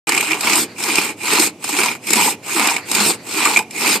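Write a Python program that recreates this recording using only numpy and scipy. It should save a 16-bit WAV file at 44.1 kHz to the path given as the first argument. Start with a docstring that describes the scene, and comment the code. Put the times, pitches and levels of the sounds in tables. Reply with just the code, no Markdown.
"""Sawing a stump by hand

A big crosscut saw is pulled and pushed through a stump outdoors, five times to and fro. The faster
it moves, the more its teeth tear the wood, which hisses and shakes the log, the cut and the steel.
Mid-stroke the wood crunches and groans; each push ends in a bright, falling rip. Now and then a tooth
snags or the blade judders. The ground gives one quick echo and the trees a faint tail."""
import sys
import numpy as np
from scipy import signal
from scipy.fft import rfft, irfft
from scipy.io import wavfile
from scipy.ndimage import uniform_filter1d

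SR = 44100
rng = np.random.default_rng(int(sys.argv[2]) if len(sys.argv) > 2 else 0)


def generate_wav(sig):
    """Save sig (samples, or channels by samples) to the path in sys.argv[1] as 16-bit PCM at SR."""
    pcm = np.round(np.clip(np.atleast_2d(sig).T, -1, 1) * 32767).astype(np.int16)
    wavfile.write(sys.argv[1], SR, pcm)


N = 176400

# Pulls and pushes in turn. fastest_at (0-1) says where in the stroke the blade is fastest.
# Columns: start_s, length_s, fastest_at, log_db, cut_db, blade_db, hiss_db (levels before trimming)
STROKES = [(-.06, 0.53, 0.43, -31.5, -24.5, -22.5, -22.5), (0.364, 0.32, 0.5, -28, -26, -24.5, -18.5),
           (0.74, 0.42, .51, -30, -26.5, -25, -19), (1.149, 0.37, .6, -27.5, -25, -21, -16.5),
           (1.58, .41, .54, -31.5, -25.5, -23.5, -19), (1.994, 0.37, 0.59, -28, -27.5, -22, -16),
           (2.412, .415, .52, -33.5, -24, -23, -19), (2.839, .34, 0.56, -25, -24.5, -23.5, -15.5),
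           (3.19, 0.46, .62, -30.5, -26.5, -25.5, -18.5), (3.668, .34, 0.65, -27.5, -25, -21.5, -17)]
# The tone of the log, the cut, the steel blade and the hiss. Columns: pitch_hz, level_db
LOG_TONE = [(40, -56), (85, -27), (150, -10), (200, -4.5), (300, 3), (400, -1), (500, -2.5), (620, -18),
            (1200, -40)]
CUT_TONE = [(400, -32.5), (620, -10.5), (760, 0.5), (870, 5), (1020, -0.5), (1220, 0), (1500, -3.5),
            (1900, -3.5), (3000, -36.5)]
BLADE_TONE = [(1200, -43), (1900, -8.5), (2150, 0), (2300, 2), (2450, 5.5), (2620, 0), (2850, -4),
              (3300, -10.5), (5000, -47.5)]
HISS_TONE = [(1200, -34.5), (2500, -4), (3300, -7.5), (4100, -0.5), (4700, -4.5), (5200, 2.5), (5800, -8),
             (6500, -2), (7500, 2.5), (8700, 2), (9700, -5.5), (10800, -11), (12400, -6), (14000, -10)]
# A tooth catches in the wood. Columns: start_s, hiss_db, blade_db, knock_db (levels before trimming)
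SNAGS = [(0.0912, -11, -11, -14.5), (0.1197, -19, -9.5, -24), (.147, -20, -8, -32),
         (0.1762, -16.5, -2.5, -32), (.208, -17, -11, -38), (0.3075, -32, -7, -30), (.317, -19, -5, -24),
         (.331, -28, -7.5, -23), (0.408, -17.5, -19, -34), (0.472, -25, -4.5, -16.5),
         (.496, -16, -6.5, -28), (0.532, -17, -8, -23), (0.5547, -13, -29, -39), (0.837, -18.5, -11.5, -38),
         (.955, -13, -10, -31), (.982, -18.5, -3, -12), (1.333, -14, -16, -16.5), (1.3969, -10, -36, -36),
         (1.641, -21.5, -21, -19), (1.787, -17.5, -7.5, -16.5), (1.833, -17.5, -10, -27),
         (1.858, -19, -12, -23), (1.8841, -32, -9.5, -25), (2.1041, -13, -18, -20), (2.132, -7, -6, -14.5),
         (2.564, -30, -26, -13.5), (2.5944, -16, -17, -16), (2.6712, -11, -12, -13.5),
         (2.7641, -21.5, -8, -37), (2.9141, -14, -27, -22.5), (2.949, -12.5, -9.5, -25),
         (3.4519, -15, -7, -20), (3.4724, -23, -13, -17), (3.5611, -22, 2, -21), (3.57, -13, 1, -13),
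         (3.589, -17.5, -7, -17.5), (3.708, -30.5, -25.5, -45), (3.875, -16, -9.5, -14)]
# The teeth dig in late in each push. Columns: start_s, length_s, rip_db, zing_db
DIGS = [(0.526, 0.12, -18.5, -30), (1.392, 0.09, -16, -32.5), (2.195, 0.13, -18.5, -41),
        (3.031, 0.094, -18.5, -26), (3.884, 0.094, -18, -28)]
# The bright tone of that rip. Columns: pitch_hz, level_db
RIP_TONE = [(1500, -0.5), (3500, -4), (5200, 0), (5900, 0.5), (7500, 10.5), (8800, 13), (10500, -7),
            (12500, 7), (14000, -25)]
# The teeth crunch through the wood mid-stroke. Columns: start_s, length_s, level_db
CRUNCHES = [(0.406, 0.18, -19), (0.786, 0.34, -24), (1.238, 0.18, -19), (1.732, 0.18, -20),
            (2.11, .17, -21.5), (2.534, 0.21, -19), (2.909, .18, -18.5), (3.309, 0.3, -20.5),
            (3.792, 0.15, -21)]
# The tone of the crunch. Columns: pitch_hz, level_db
CRUNCH_TONE = [(200, -33.5), (450, -6), (620, -5.5), (900, 7), (1750, -1), (2500, 9), (3200, -2),
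               (4800, -4), (10000, -23.5)]
# Saw and log groan together. Columns: start_s, length_s, from_hz, to_hz, level_db
GROANS = [(0.049, 0.16, 307, 389, -32.5), (0.259, 0.12, 274, 400, -29.5), (0.836, 0.14, 420, 220, -29.5),
          (1.713, .12, 260, 405, -28), (2.085, 0.12, 357, 170, -27), (2.509, 0.14, 415.2, 211.7, -25.5),
          (2.934, 0.19, 216.4, 176.6, -29), (3.313, 0.12, 350.5, 320, -29.5),
          (3.737, 0.27, 266, 198.8, -35.5)]
# The blade judders in the cut. Columns: start_s, length_s, pitch_hz, level_db
JUDDERS = [(0.565, 0.014, 340, -24), (1.386, 0.028, 315, -14), (2.162, 0.11, 900.3, -21.5),
           (2.272, 0.024, 880.4, -17), (3.455, 0.013, 1139, -14), (3.59, 0.03, 860, -24)]
# The blade scrapes the side of the cut at some turns. Columns: start_s, length_s, level_db
SCRAPES = [(0.65, 0.12, -41), (2.788, 0.1, -37), (3.146, 0.11, -42)]
# The tone of the scrape. 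Columns: pitch_hz, level_db
SCRAPE_TONE = [(500, -7), (1200, -6), (2000, 1.5), (2450, -1), (3300, -17), (4600, -1), (5300, -16),
               (7500, -15), (11000, -24)]
# How long the sound from the trees takes to fade by 60 dB. Columns: pitch_hz, fade_s
TREE_FADE = [(150, 0.52), (1000, 0.18), (3000, 0.18), (12000, 0.061)]
# The tone of the outdoor air. Columns: pitch_hz, level_db
AIR_TONE = [(25, -47), (45, -32), (70, -16), (105, -0.5), (170, -2), (330, -1.5), (600, -9.5), (900, -12.5),
            (1600, -26), (2400, -15), (3500, -26), (4800, -26), (7000, -24), (14000, -36)]
# Stereo width: what differs between left and right, against what they share. Columns: pitch_hz, width_db
STEREO_WIDTH = [(30, -9), (70, -11), (130, -33), (300, -30.5), (650, -14.5), (1100, -23.5), (1600, -2.5),
                (2000, -2), (2500, -6), (3800, -9), (5200, -2.5), (6500, 0), (8000, -1), (14000, -1.5)]
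# How much louder the microphone's left side is than its right. Columns: pitch_hz, balance_db
MIC_BALANCE = [(100, -2), (1200, 0.5), (1600, -3.5), (1950, -1), (2400, -5), (3400, 0), (4500, 0.5),
               (5200, 3), (5900, 0.5), (7200, 5.5), (8600, -4), (9900, -5.5), (10900, -10), (13000, -1.5)]

SNAG_RISE_S = 0.0006


def saw():
    """Rubbing and biting teeth shake the log, the cut and the blade, and hiss: faster is louder."""
    progress, speed = stroke_motion()
    bites, snaps = tooth_bites(speed.max(0)), fibre_snaps()
    log_db, cut_db, blade_db, hiss_db = np.array(STROKES).T[3:, :, None]
    snag_hiss, snag_blade, snag_wood = snags()

    def force(level_db, speed_power, late_db, bite_mix, snap_mix, trim_db):
        """The push on one part; late_db tilts its level from the start of a stroke to the end."""
        each_stroke = amp(level_db + trim_db + late_db * (progress - .5)) * speed ** speed_power
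        swell = np.sqrt((each_stroke ** 2).sum(0))
        roughness = abs(1 - bite_mix + bite_mix * bites) * abs(1 - snap_mix + snap_mix * snaps)
        return swell * unit(roughness)

    log = force(log_db, speed_power=.93, late_db=5.5, bite_mix=.9, snap_mix=.16, trim_db=-1.5)
    cut = force(cut_db, speed_power=1.1, late_db=4, bite_mix=1, snap_mix=.57, trim_db=-1.6)
    blade = force(blade_db, speed_power=1.3, late_db=-.5, bite_mix=.36, snap_mix=.33, trim_db=-.2)
    hiss = force(hiss_db, speed_power=1.39, late_db=-2, bite_mix=.63, snap_mix=.055, trim_db=-1.37)
    # hypot adds the energy of the snags to that of the strokes
    return (ring(np.hypot(log, amp(-7.5) * snag_wood), LOG_TONE)
            + ring(np.hypot(cut, amp(-1.5) * snag_wood), CUT_TONE)
            + ring(np.hypot(blade, amp(-8.5) * snag_blade), BLADE_TONE)
            + ring(np.hypot(hiss, amp(2.5) * snag_hiss), HISS_TONE))


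def stroke_motion(flatten=1.15):
    """Each stroke's progress and speed, both 0-1: the blade speeds up, then slows for the turn."""
    start, length, fastest_at = np.array(STROKES).T[:3, :, None]
    progress = progress_through(start, length)
    skew = np.log(.5) / np.log(np.clip(fastest_at, .2, .8))  # moves the top of the arch to fastest_at
    arch = abs(np.sin(np.pi * progress ** skew))
    return progress, np.tanh(flatten * arch ** 1.15) / np.tanh(flatten)


def tooth_bites(speed, teeth_per_s=120, jitter=.4, spread_db=2.4):
    """Teeth hit the wood unevenly, more often at speed; each bites with its own force and lets go."""
    teeth_passed = np.cumsum(teeth_per_s * speed * np.exp(jitter * drift(40))) / SR
    strength = amp(spread_db * np.clip(rng.standard_normal(4096), -2, 2))
    letting_go = np.exp(-(teeth_passed % 1))
    return unit(strength[teeth_passed.astype(int) % len(strength)] * letting_go)


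def fibre_snaps(snaps_per_s=1200, fade_s=.0025):
    """Tearing wood fibres make many tiny snaps, a few stronger than the rest."""
    strength = amp(np.minimum(rng.exponential(1, N), 4))
    snaps = strength * (rng.random(N) < snaps_per_s / SR)
    energy = signal.lfilter([1], [1, -np.exp(-2 / (fade_s * SR))], snaps ** 2)
    return unit(np.sqrt(energy))


def snags(fall_s=.0064):
    """A catching tooth gives a short jolt. Returns its force on the hiss, the blade and the wood."""
    out, t = np.zeros((3, N)), np.arange(SR // 20) / SR
    jolt = (1 - np.exp(-t / SNAG_RISE_S)) * np.exp(-(t / fall_s) ** 2)
    for start, *levels_db in SNAGS:
        part = out[:, round(start * SR):][:, :len(t)]
        part += amp(levels_db)[:, None] * jolt[:part.shape[1]] / jolt.max()
    return out


def digs(from_hz=4170, to_hz=3370, upper_ratio=1.335, width_hz=420):
    """Teeth dig in at the end of a push: a bright rip, and a two-note zing that falls as the saw slows."""
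    start, length, rip_db, zing_db = np.array(DIGS).T[:, :, None]
    progress = progress_through(start, length)
    swell = abs(np.sin(np.pi * progress)) ** .41
    pitch_hz = from_hz + (to_hz - from_hz) * (progress % 1).sum(0)  # % 1 drops the finished digs
    lower = resonate(rng.standard_normal(N), pitch_hz, width_hz)
    upper = resonate(rng.standard_normal(N), pitch_hz * upper_ratio, width_hz)
    zing = (amp(zing_db) * swell).sum(0) * (lower + amp(2) * upper)
    rip = ring((amp(rip_db) * swell).sum(0) * unit(1 + fibre_snaps()), RIP_TONE)
    return rip + zing


def uneven_wood(sound, spread_db=2):
    """Each bit of wood rasps a little differently: random louder and softer patches in time and pitch."""
    spectrum = signal.stft(sound, nperseg=512, noverlap=384)[2]
    patches = rng.standard_normal(spectrum.shape[1:])
    for _ in range(2):
        patches = uniform_filter1d(patches, size=8, axis=1)  # smooth over time
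        patches = uniform_filter1d(patches, size=6, axis=0, mode="constant")  # smooth over pitch
    gain = unit(amp(spread_db * unit(patches)))
    return signal.istft(spectrum * gain, nperseg=512, noverlap=384)[1][:, :N]


def crunches(cracks_per_s=210, jitter=.5, crack_share=.4, splinter_s=.0025):
    """Deep teeth break off chips quickly and unevenly: each is a sharp crack, then brief splintering."""
    rate = cracks_per_s * np.exp(jitter * drift(cracks_per_s / 2))
    chips_broken = np.floor(np.cumsum(rate) / SR)
    cracks = np.diff(chips_broken, prepend=0) * rng.uniform(.57, 1, N)
    decay = np.exp(-2 / (splinter_s * SR))
    splinters = signal.lfilter([1 - decay], [1, -decay], cracks ** 2)
    force = unit(np.sqrt(crack_share * cracks ** 2 + (1 - crack_share) * splinters))
    return ring(swells(CRUNCHES) * force, CRUNCH_TONE)


def groans(width_hz=55):
    """Saw and log ring with a low boom that glides in pitch as the blade slides through."""
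    out = np.zeros(N)
    for start, length, from_hz, to_hz, level_db in GROANS:
        progress = progress_through(start, length)
        swell = np.sin(np.pi * progress)
        pitch_hz = from_hz + (to_hz - from_hz) * progress
        boom = swell * resonate(rng.standard_normal(N), pitch_hz, width_hz)
        out += amp(level_db) * boom * np.linalg.norm(swell) / np.linalg.norm(boom)
    return out


def twangs(main_hz=2349, spread=.05, fall_s=.0045, trim_db=-5.5):
    """Each snag rings the steel near its main note, and the wood muffles it at once."""
    t, out = np.arange(SR // 20) / SR, np.zeros(N)
    shape = (1 - np.exp(-t / SNAG_RISE_S)) * np.exp(-t / fall_s)
    pitches_hz = main_hz * (1 + spread * rng.uniform(-1.07, 1, len(SNAGS)))
    for (start, _, blade_db, _), pitch_hz in zip(SNAGS, pitches_hz):
        note = shape / shape.max() * np.sin(2 * np.pi * pitch_hz * t)
        part = out[round(start * SR):][:len(t)]
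        part += amp(blade_db + trim_db) * note[:len(part)]
    return out


def judders(waver=.06, roughness=.51):
    """The blade sticks and slips for a moment, giving a short, rough, wavering note."""
    out = np.zeros(N)
    wavering_time = np.cumsum(1 + waver * drift(132)) / SR
    for start, length, pitch_hz, level_db in JUDDERS:
        swell = np.sin(np.pi * progress_through(start, length))
        out += amp(level_db) * swell * np.sqrt(2) * np.sin(2 * np.pi * pitch_hz * wavering_time)
    return out * unit(1 + roughness * drift(88))


def scrapes():
    """The flat of the blade rubs faintly on the wood as the saw turns back."""
    return ring(swells(SCRAPES), SCRAPE_TONE)


def outdoor_echoes(sound, echo_s=.005, echo_db=-22, tail_db=-15):
    """The ground sends back one quick echo, and the trees a faint, fading tail."""
    hz, t, noise = signal.stft(rng.standard_normal(SR // 2), SR, nperseg=256)
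    fade = amp(-60 * t / look_up(TREE_FADE, hz)[:, None])
    tail = signal.istft(noise * fade, SR, nperseg=256)[1]
    response = amp(tail_db) * tail / np.linalg.norm(tail)
    response[0] += 1  # the direct sound
    response[round(echo_s * SR)] += amp(echo_db)
    return signal.fftconvolve(sound, response[None], axes=1)[:, :N]


def background(air_db=-39.5, hum_hz=103.6, hum_db=-55.5):
    """Outdoor air murmurs low, along with a faint, wavering hum."""
    wavering_time = np.cumsum(1 + .0314 * drift(7.1)) / SR
    hum = np.sqrt(2) * np.sin(2 * np.pi * hum_hz * wavering_time)
    air = ring(amp(.5 * drift(1)), AIR_TONE)
    return amp(air_db) * air + amp(hum_db) * hum


def ring(force, tone, size=4096):
    """A force shakes an object: stereo noise that follows the force and rings with the given tone."""
    # build the object's answer to one tap, with no ringing ahead of the tap (minimum phase)
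    cepstrum = irfft(np.log(amp(look_up(tone, np.fft.rfftfreq(size, 1 / SR)))))
    cepstrum[1:size // 2] *= 2
    cepstrum[size // 2 + 1:] = 0
    tap = irfft(np.exp(rfft(cepstrum)))[:size // 2]
    noise = force * np.sign(rng.standard_normal((2, N)))
    ringing = signal.oaconvolve(noise, tap[None] / np.linalg.norm(tap), axes=1)[:, :N]
    # left and right share one noise; the other makes them differ
    width = amp(look_up(STEREO_WIDTH, np.fft.rfftfreq(N, 1 / SR)))
    shared, side = rfft(ringing) / np.hypot(1, width)
    return irfft([shared + width * side, shared - width * side], N)


def resonate(noise, pitch_hz, width_hz):
    """Keeps a narrow band of noise around a moving pitch, filtering twice for steep sides."""
    spin = np.exp(2j * np.pi * np.cumsum(pitch_hz) / SR)
    decay = np.exp(-np.pi * width_hz / SR)
    band = signal.lfilter([1], [1, -2 * decay, decay * decay], noise / spin)
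    return unit((spin * band).real)


def swells(events):
    """A loudness curve that rises and falls once for each event."""
    start, length, level_db = np.array(events).T[:, :, None]
    return (amp(level_db) * np.sin(np.pi * progress_through(start, length))).sum(0)


def progress_through(start_s, length_s):
    """How far along an event is: 0 before it, rising to 1 at its end."""
    return np.clip((np.arange(N) / SR - start_s) / length_s, 0, 1)


def drift(rate_hz):
    """A smooth random wobble, mostly slower than rate_hz."""
    hz = np.fft.rfftfreq(N, 1 / SR)
    return unit(irfft(rfft(rng.standard_normal(N)) / (1 + (hz / rate_hz) ** 4), N))


def look_up(table, hz):
    """Reads between a table's rows, with pitch spaced by octaves."""
    pitches, values = np.transpose(table)
    return np.interp(np.log(hz + 1), np.log(np.sort(pitches)), values)


def amp(db):
    """Turns decibels into a gain."""
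    return 10 ** (np.asarray(db) / 20)


def unit(x):
    """Scales a signal to an average (rms) level of 1."""
    return x / np.sqrt(np.mean(x ** 2) + 1e-20)


def scene():
    """All the sounds of sawing, with their echoes, over the outdoor background."""
    rasp = uneven_wood(saw() + digs())
    sawing = rasp + crunches() + groans() + twangs() + judders() + scrapes()
    return outdoor_echoes(sawing) + background()


def record(dry, low_cut_hz=89, high_cut_hz=14100, silent_s=.071, ceiling=.81):
    """The microphone tints each side, opens a moment late, rounds peaks and trims the lows and highs."""
    hz = np.fft.rfftfreq(N, 1 / SR)
    lean_db = look_up(MIC_BALANCE, hz) / 2
    balance = amp([lean_db, -lean_db])
    balance /= np.sqrt((balance ** 2).mean(0))
    low_cut = 1 - 1 / (1 + (hz / low_cut_hz) ** 2)
    fade_in = np.clip((np.arange(N) / SR - silent_s) / .00049, 0, 1)
    sound = irfft(rfft(dry) * low_cut * balance, N) * fade_in
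    rounded = sound / (1 + (sound / ceiling) ** 6) ** (1 / 6)
    high_cut = signal.firwin(401, high_cut_hz, window=("kaiser", 9), fs=SR)
    return signal.oaconvolve(rounded, high_cut[None], "same")


dry = scene()
out = record(dry)
generate_wav(out)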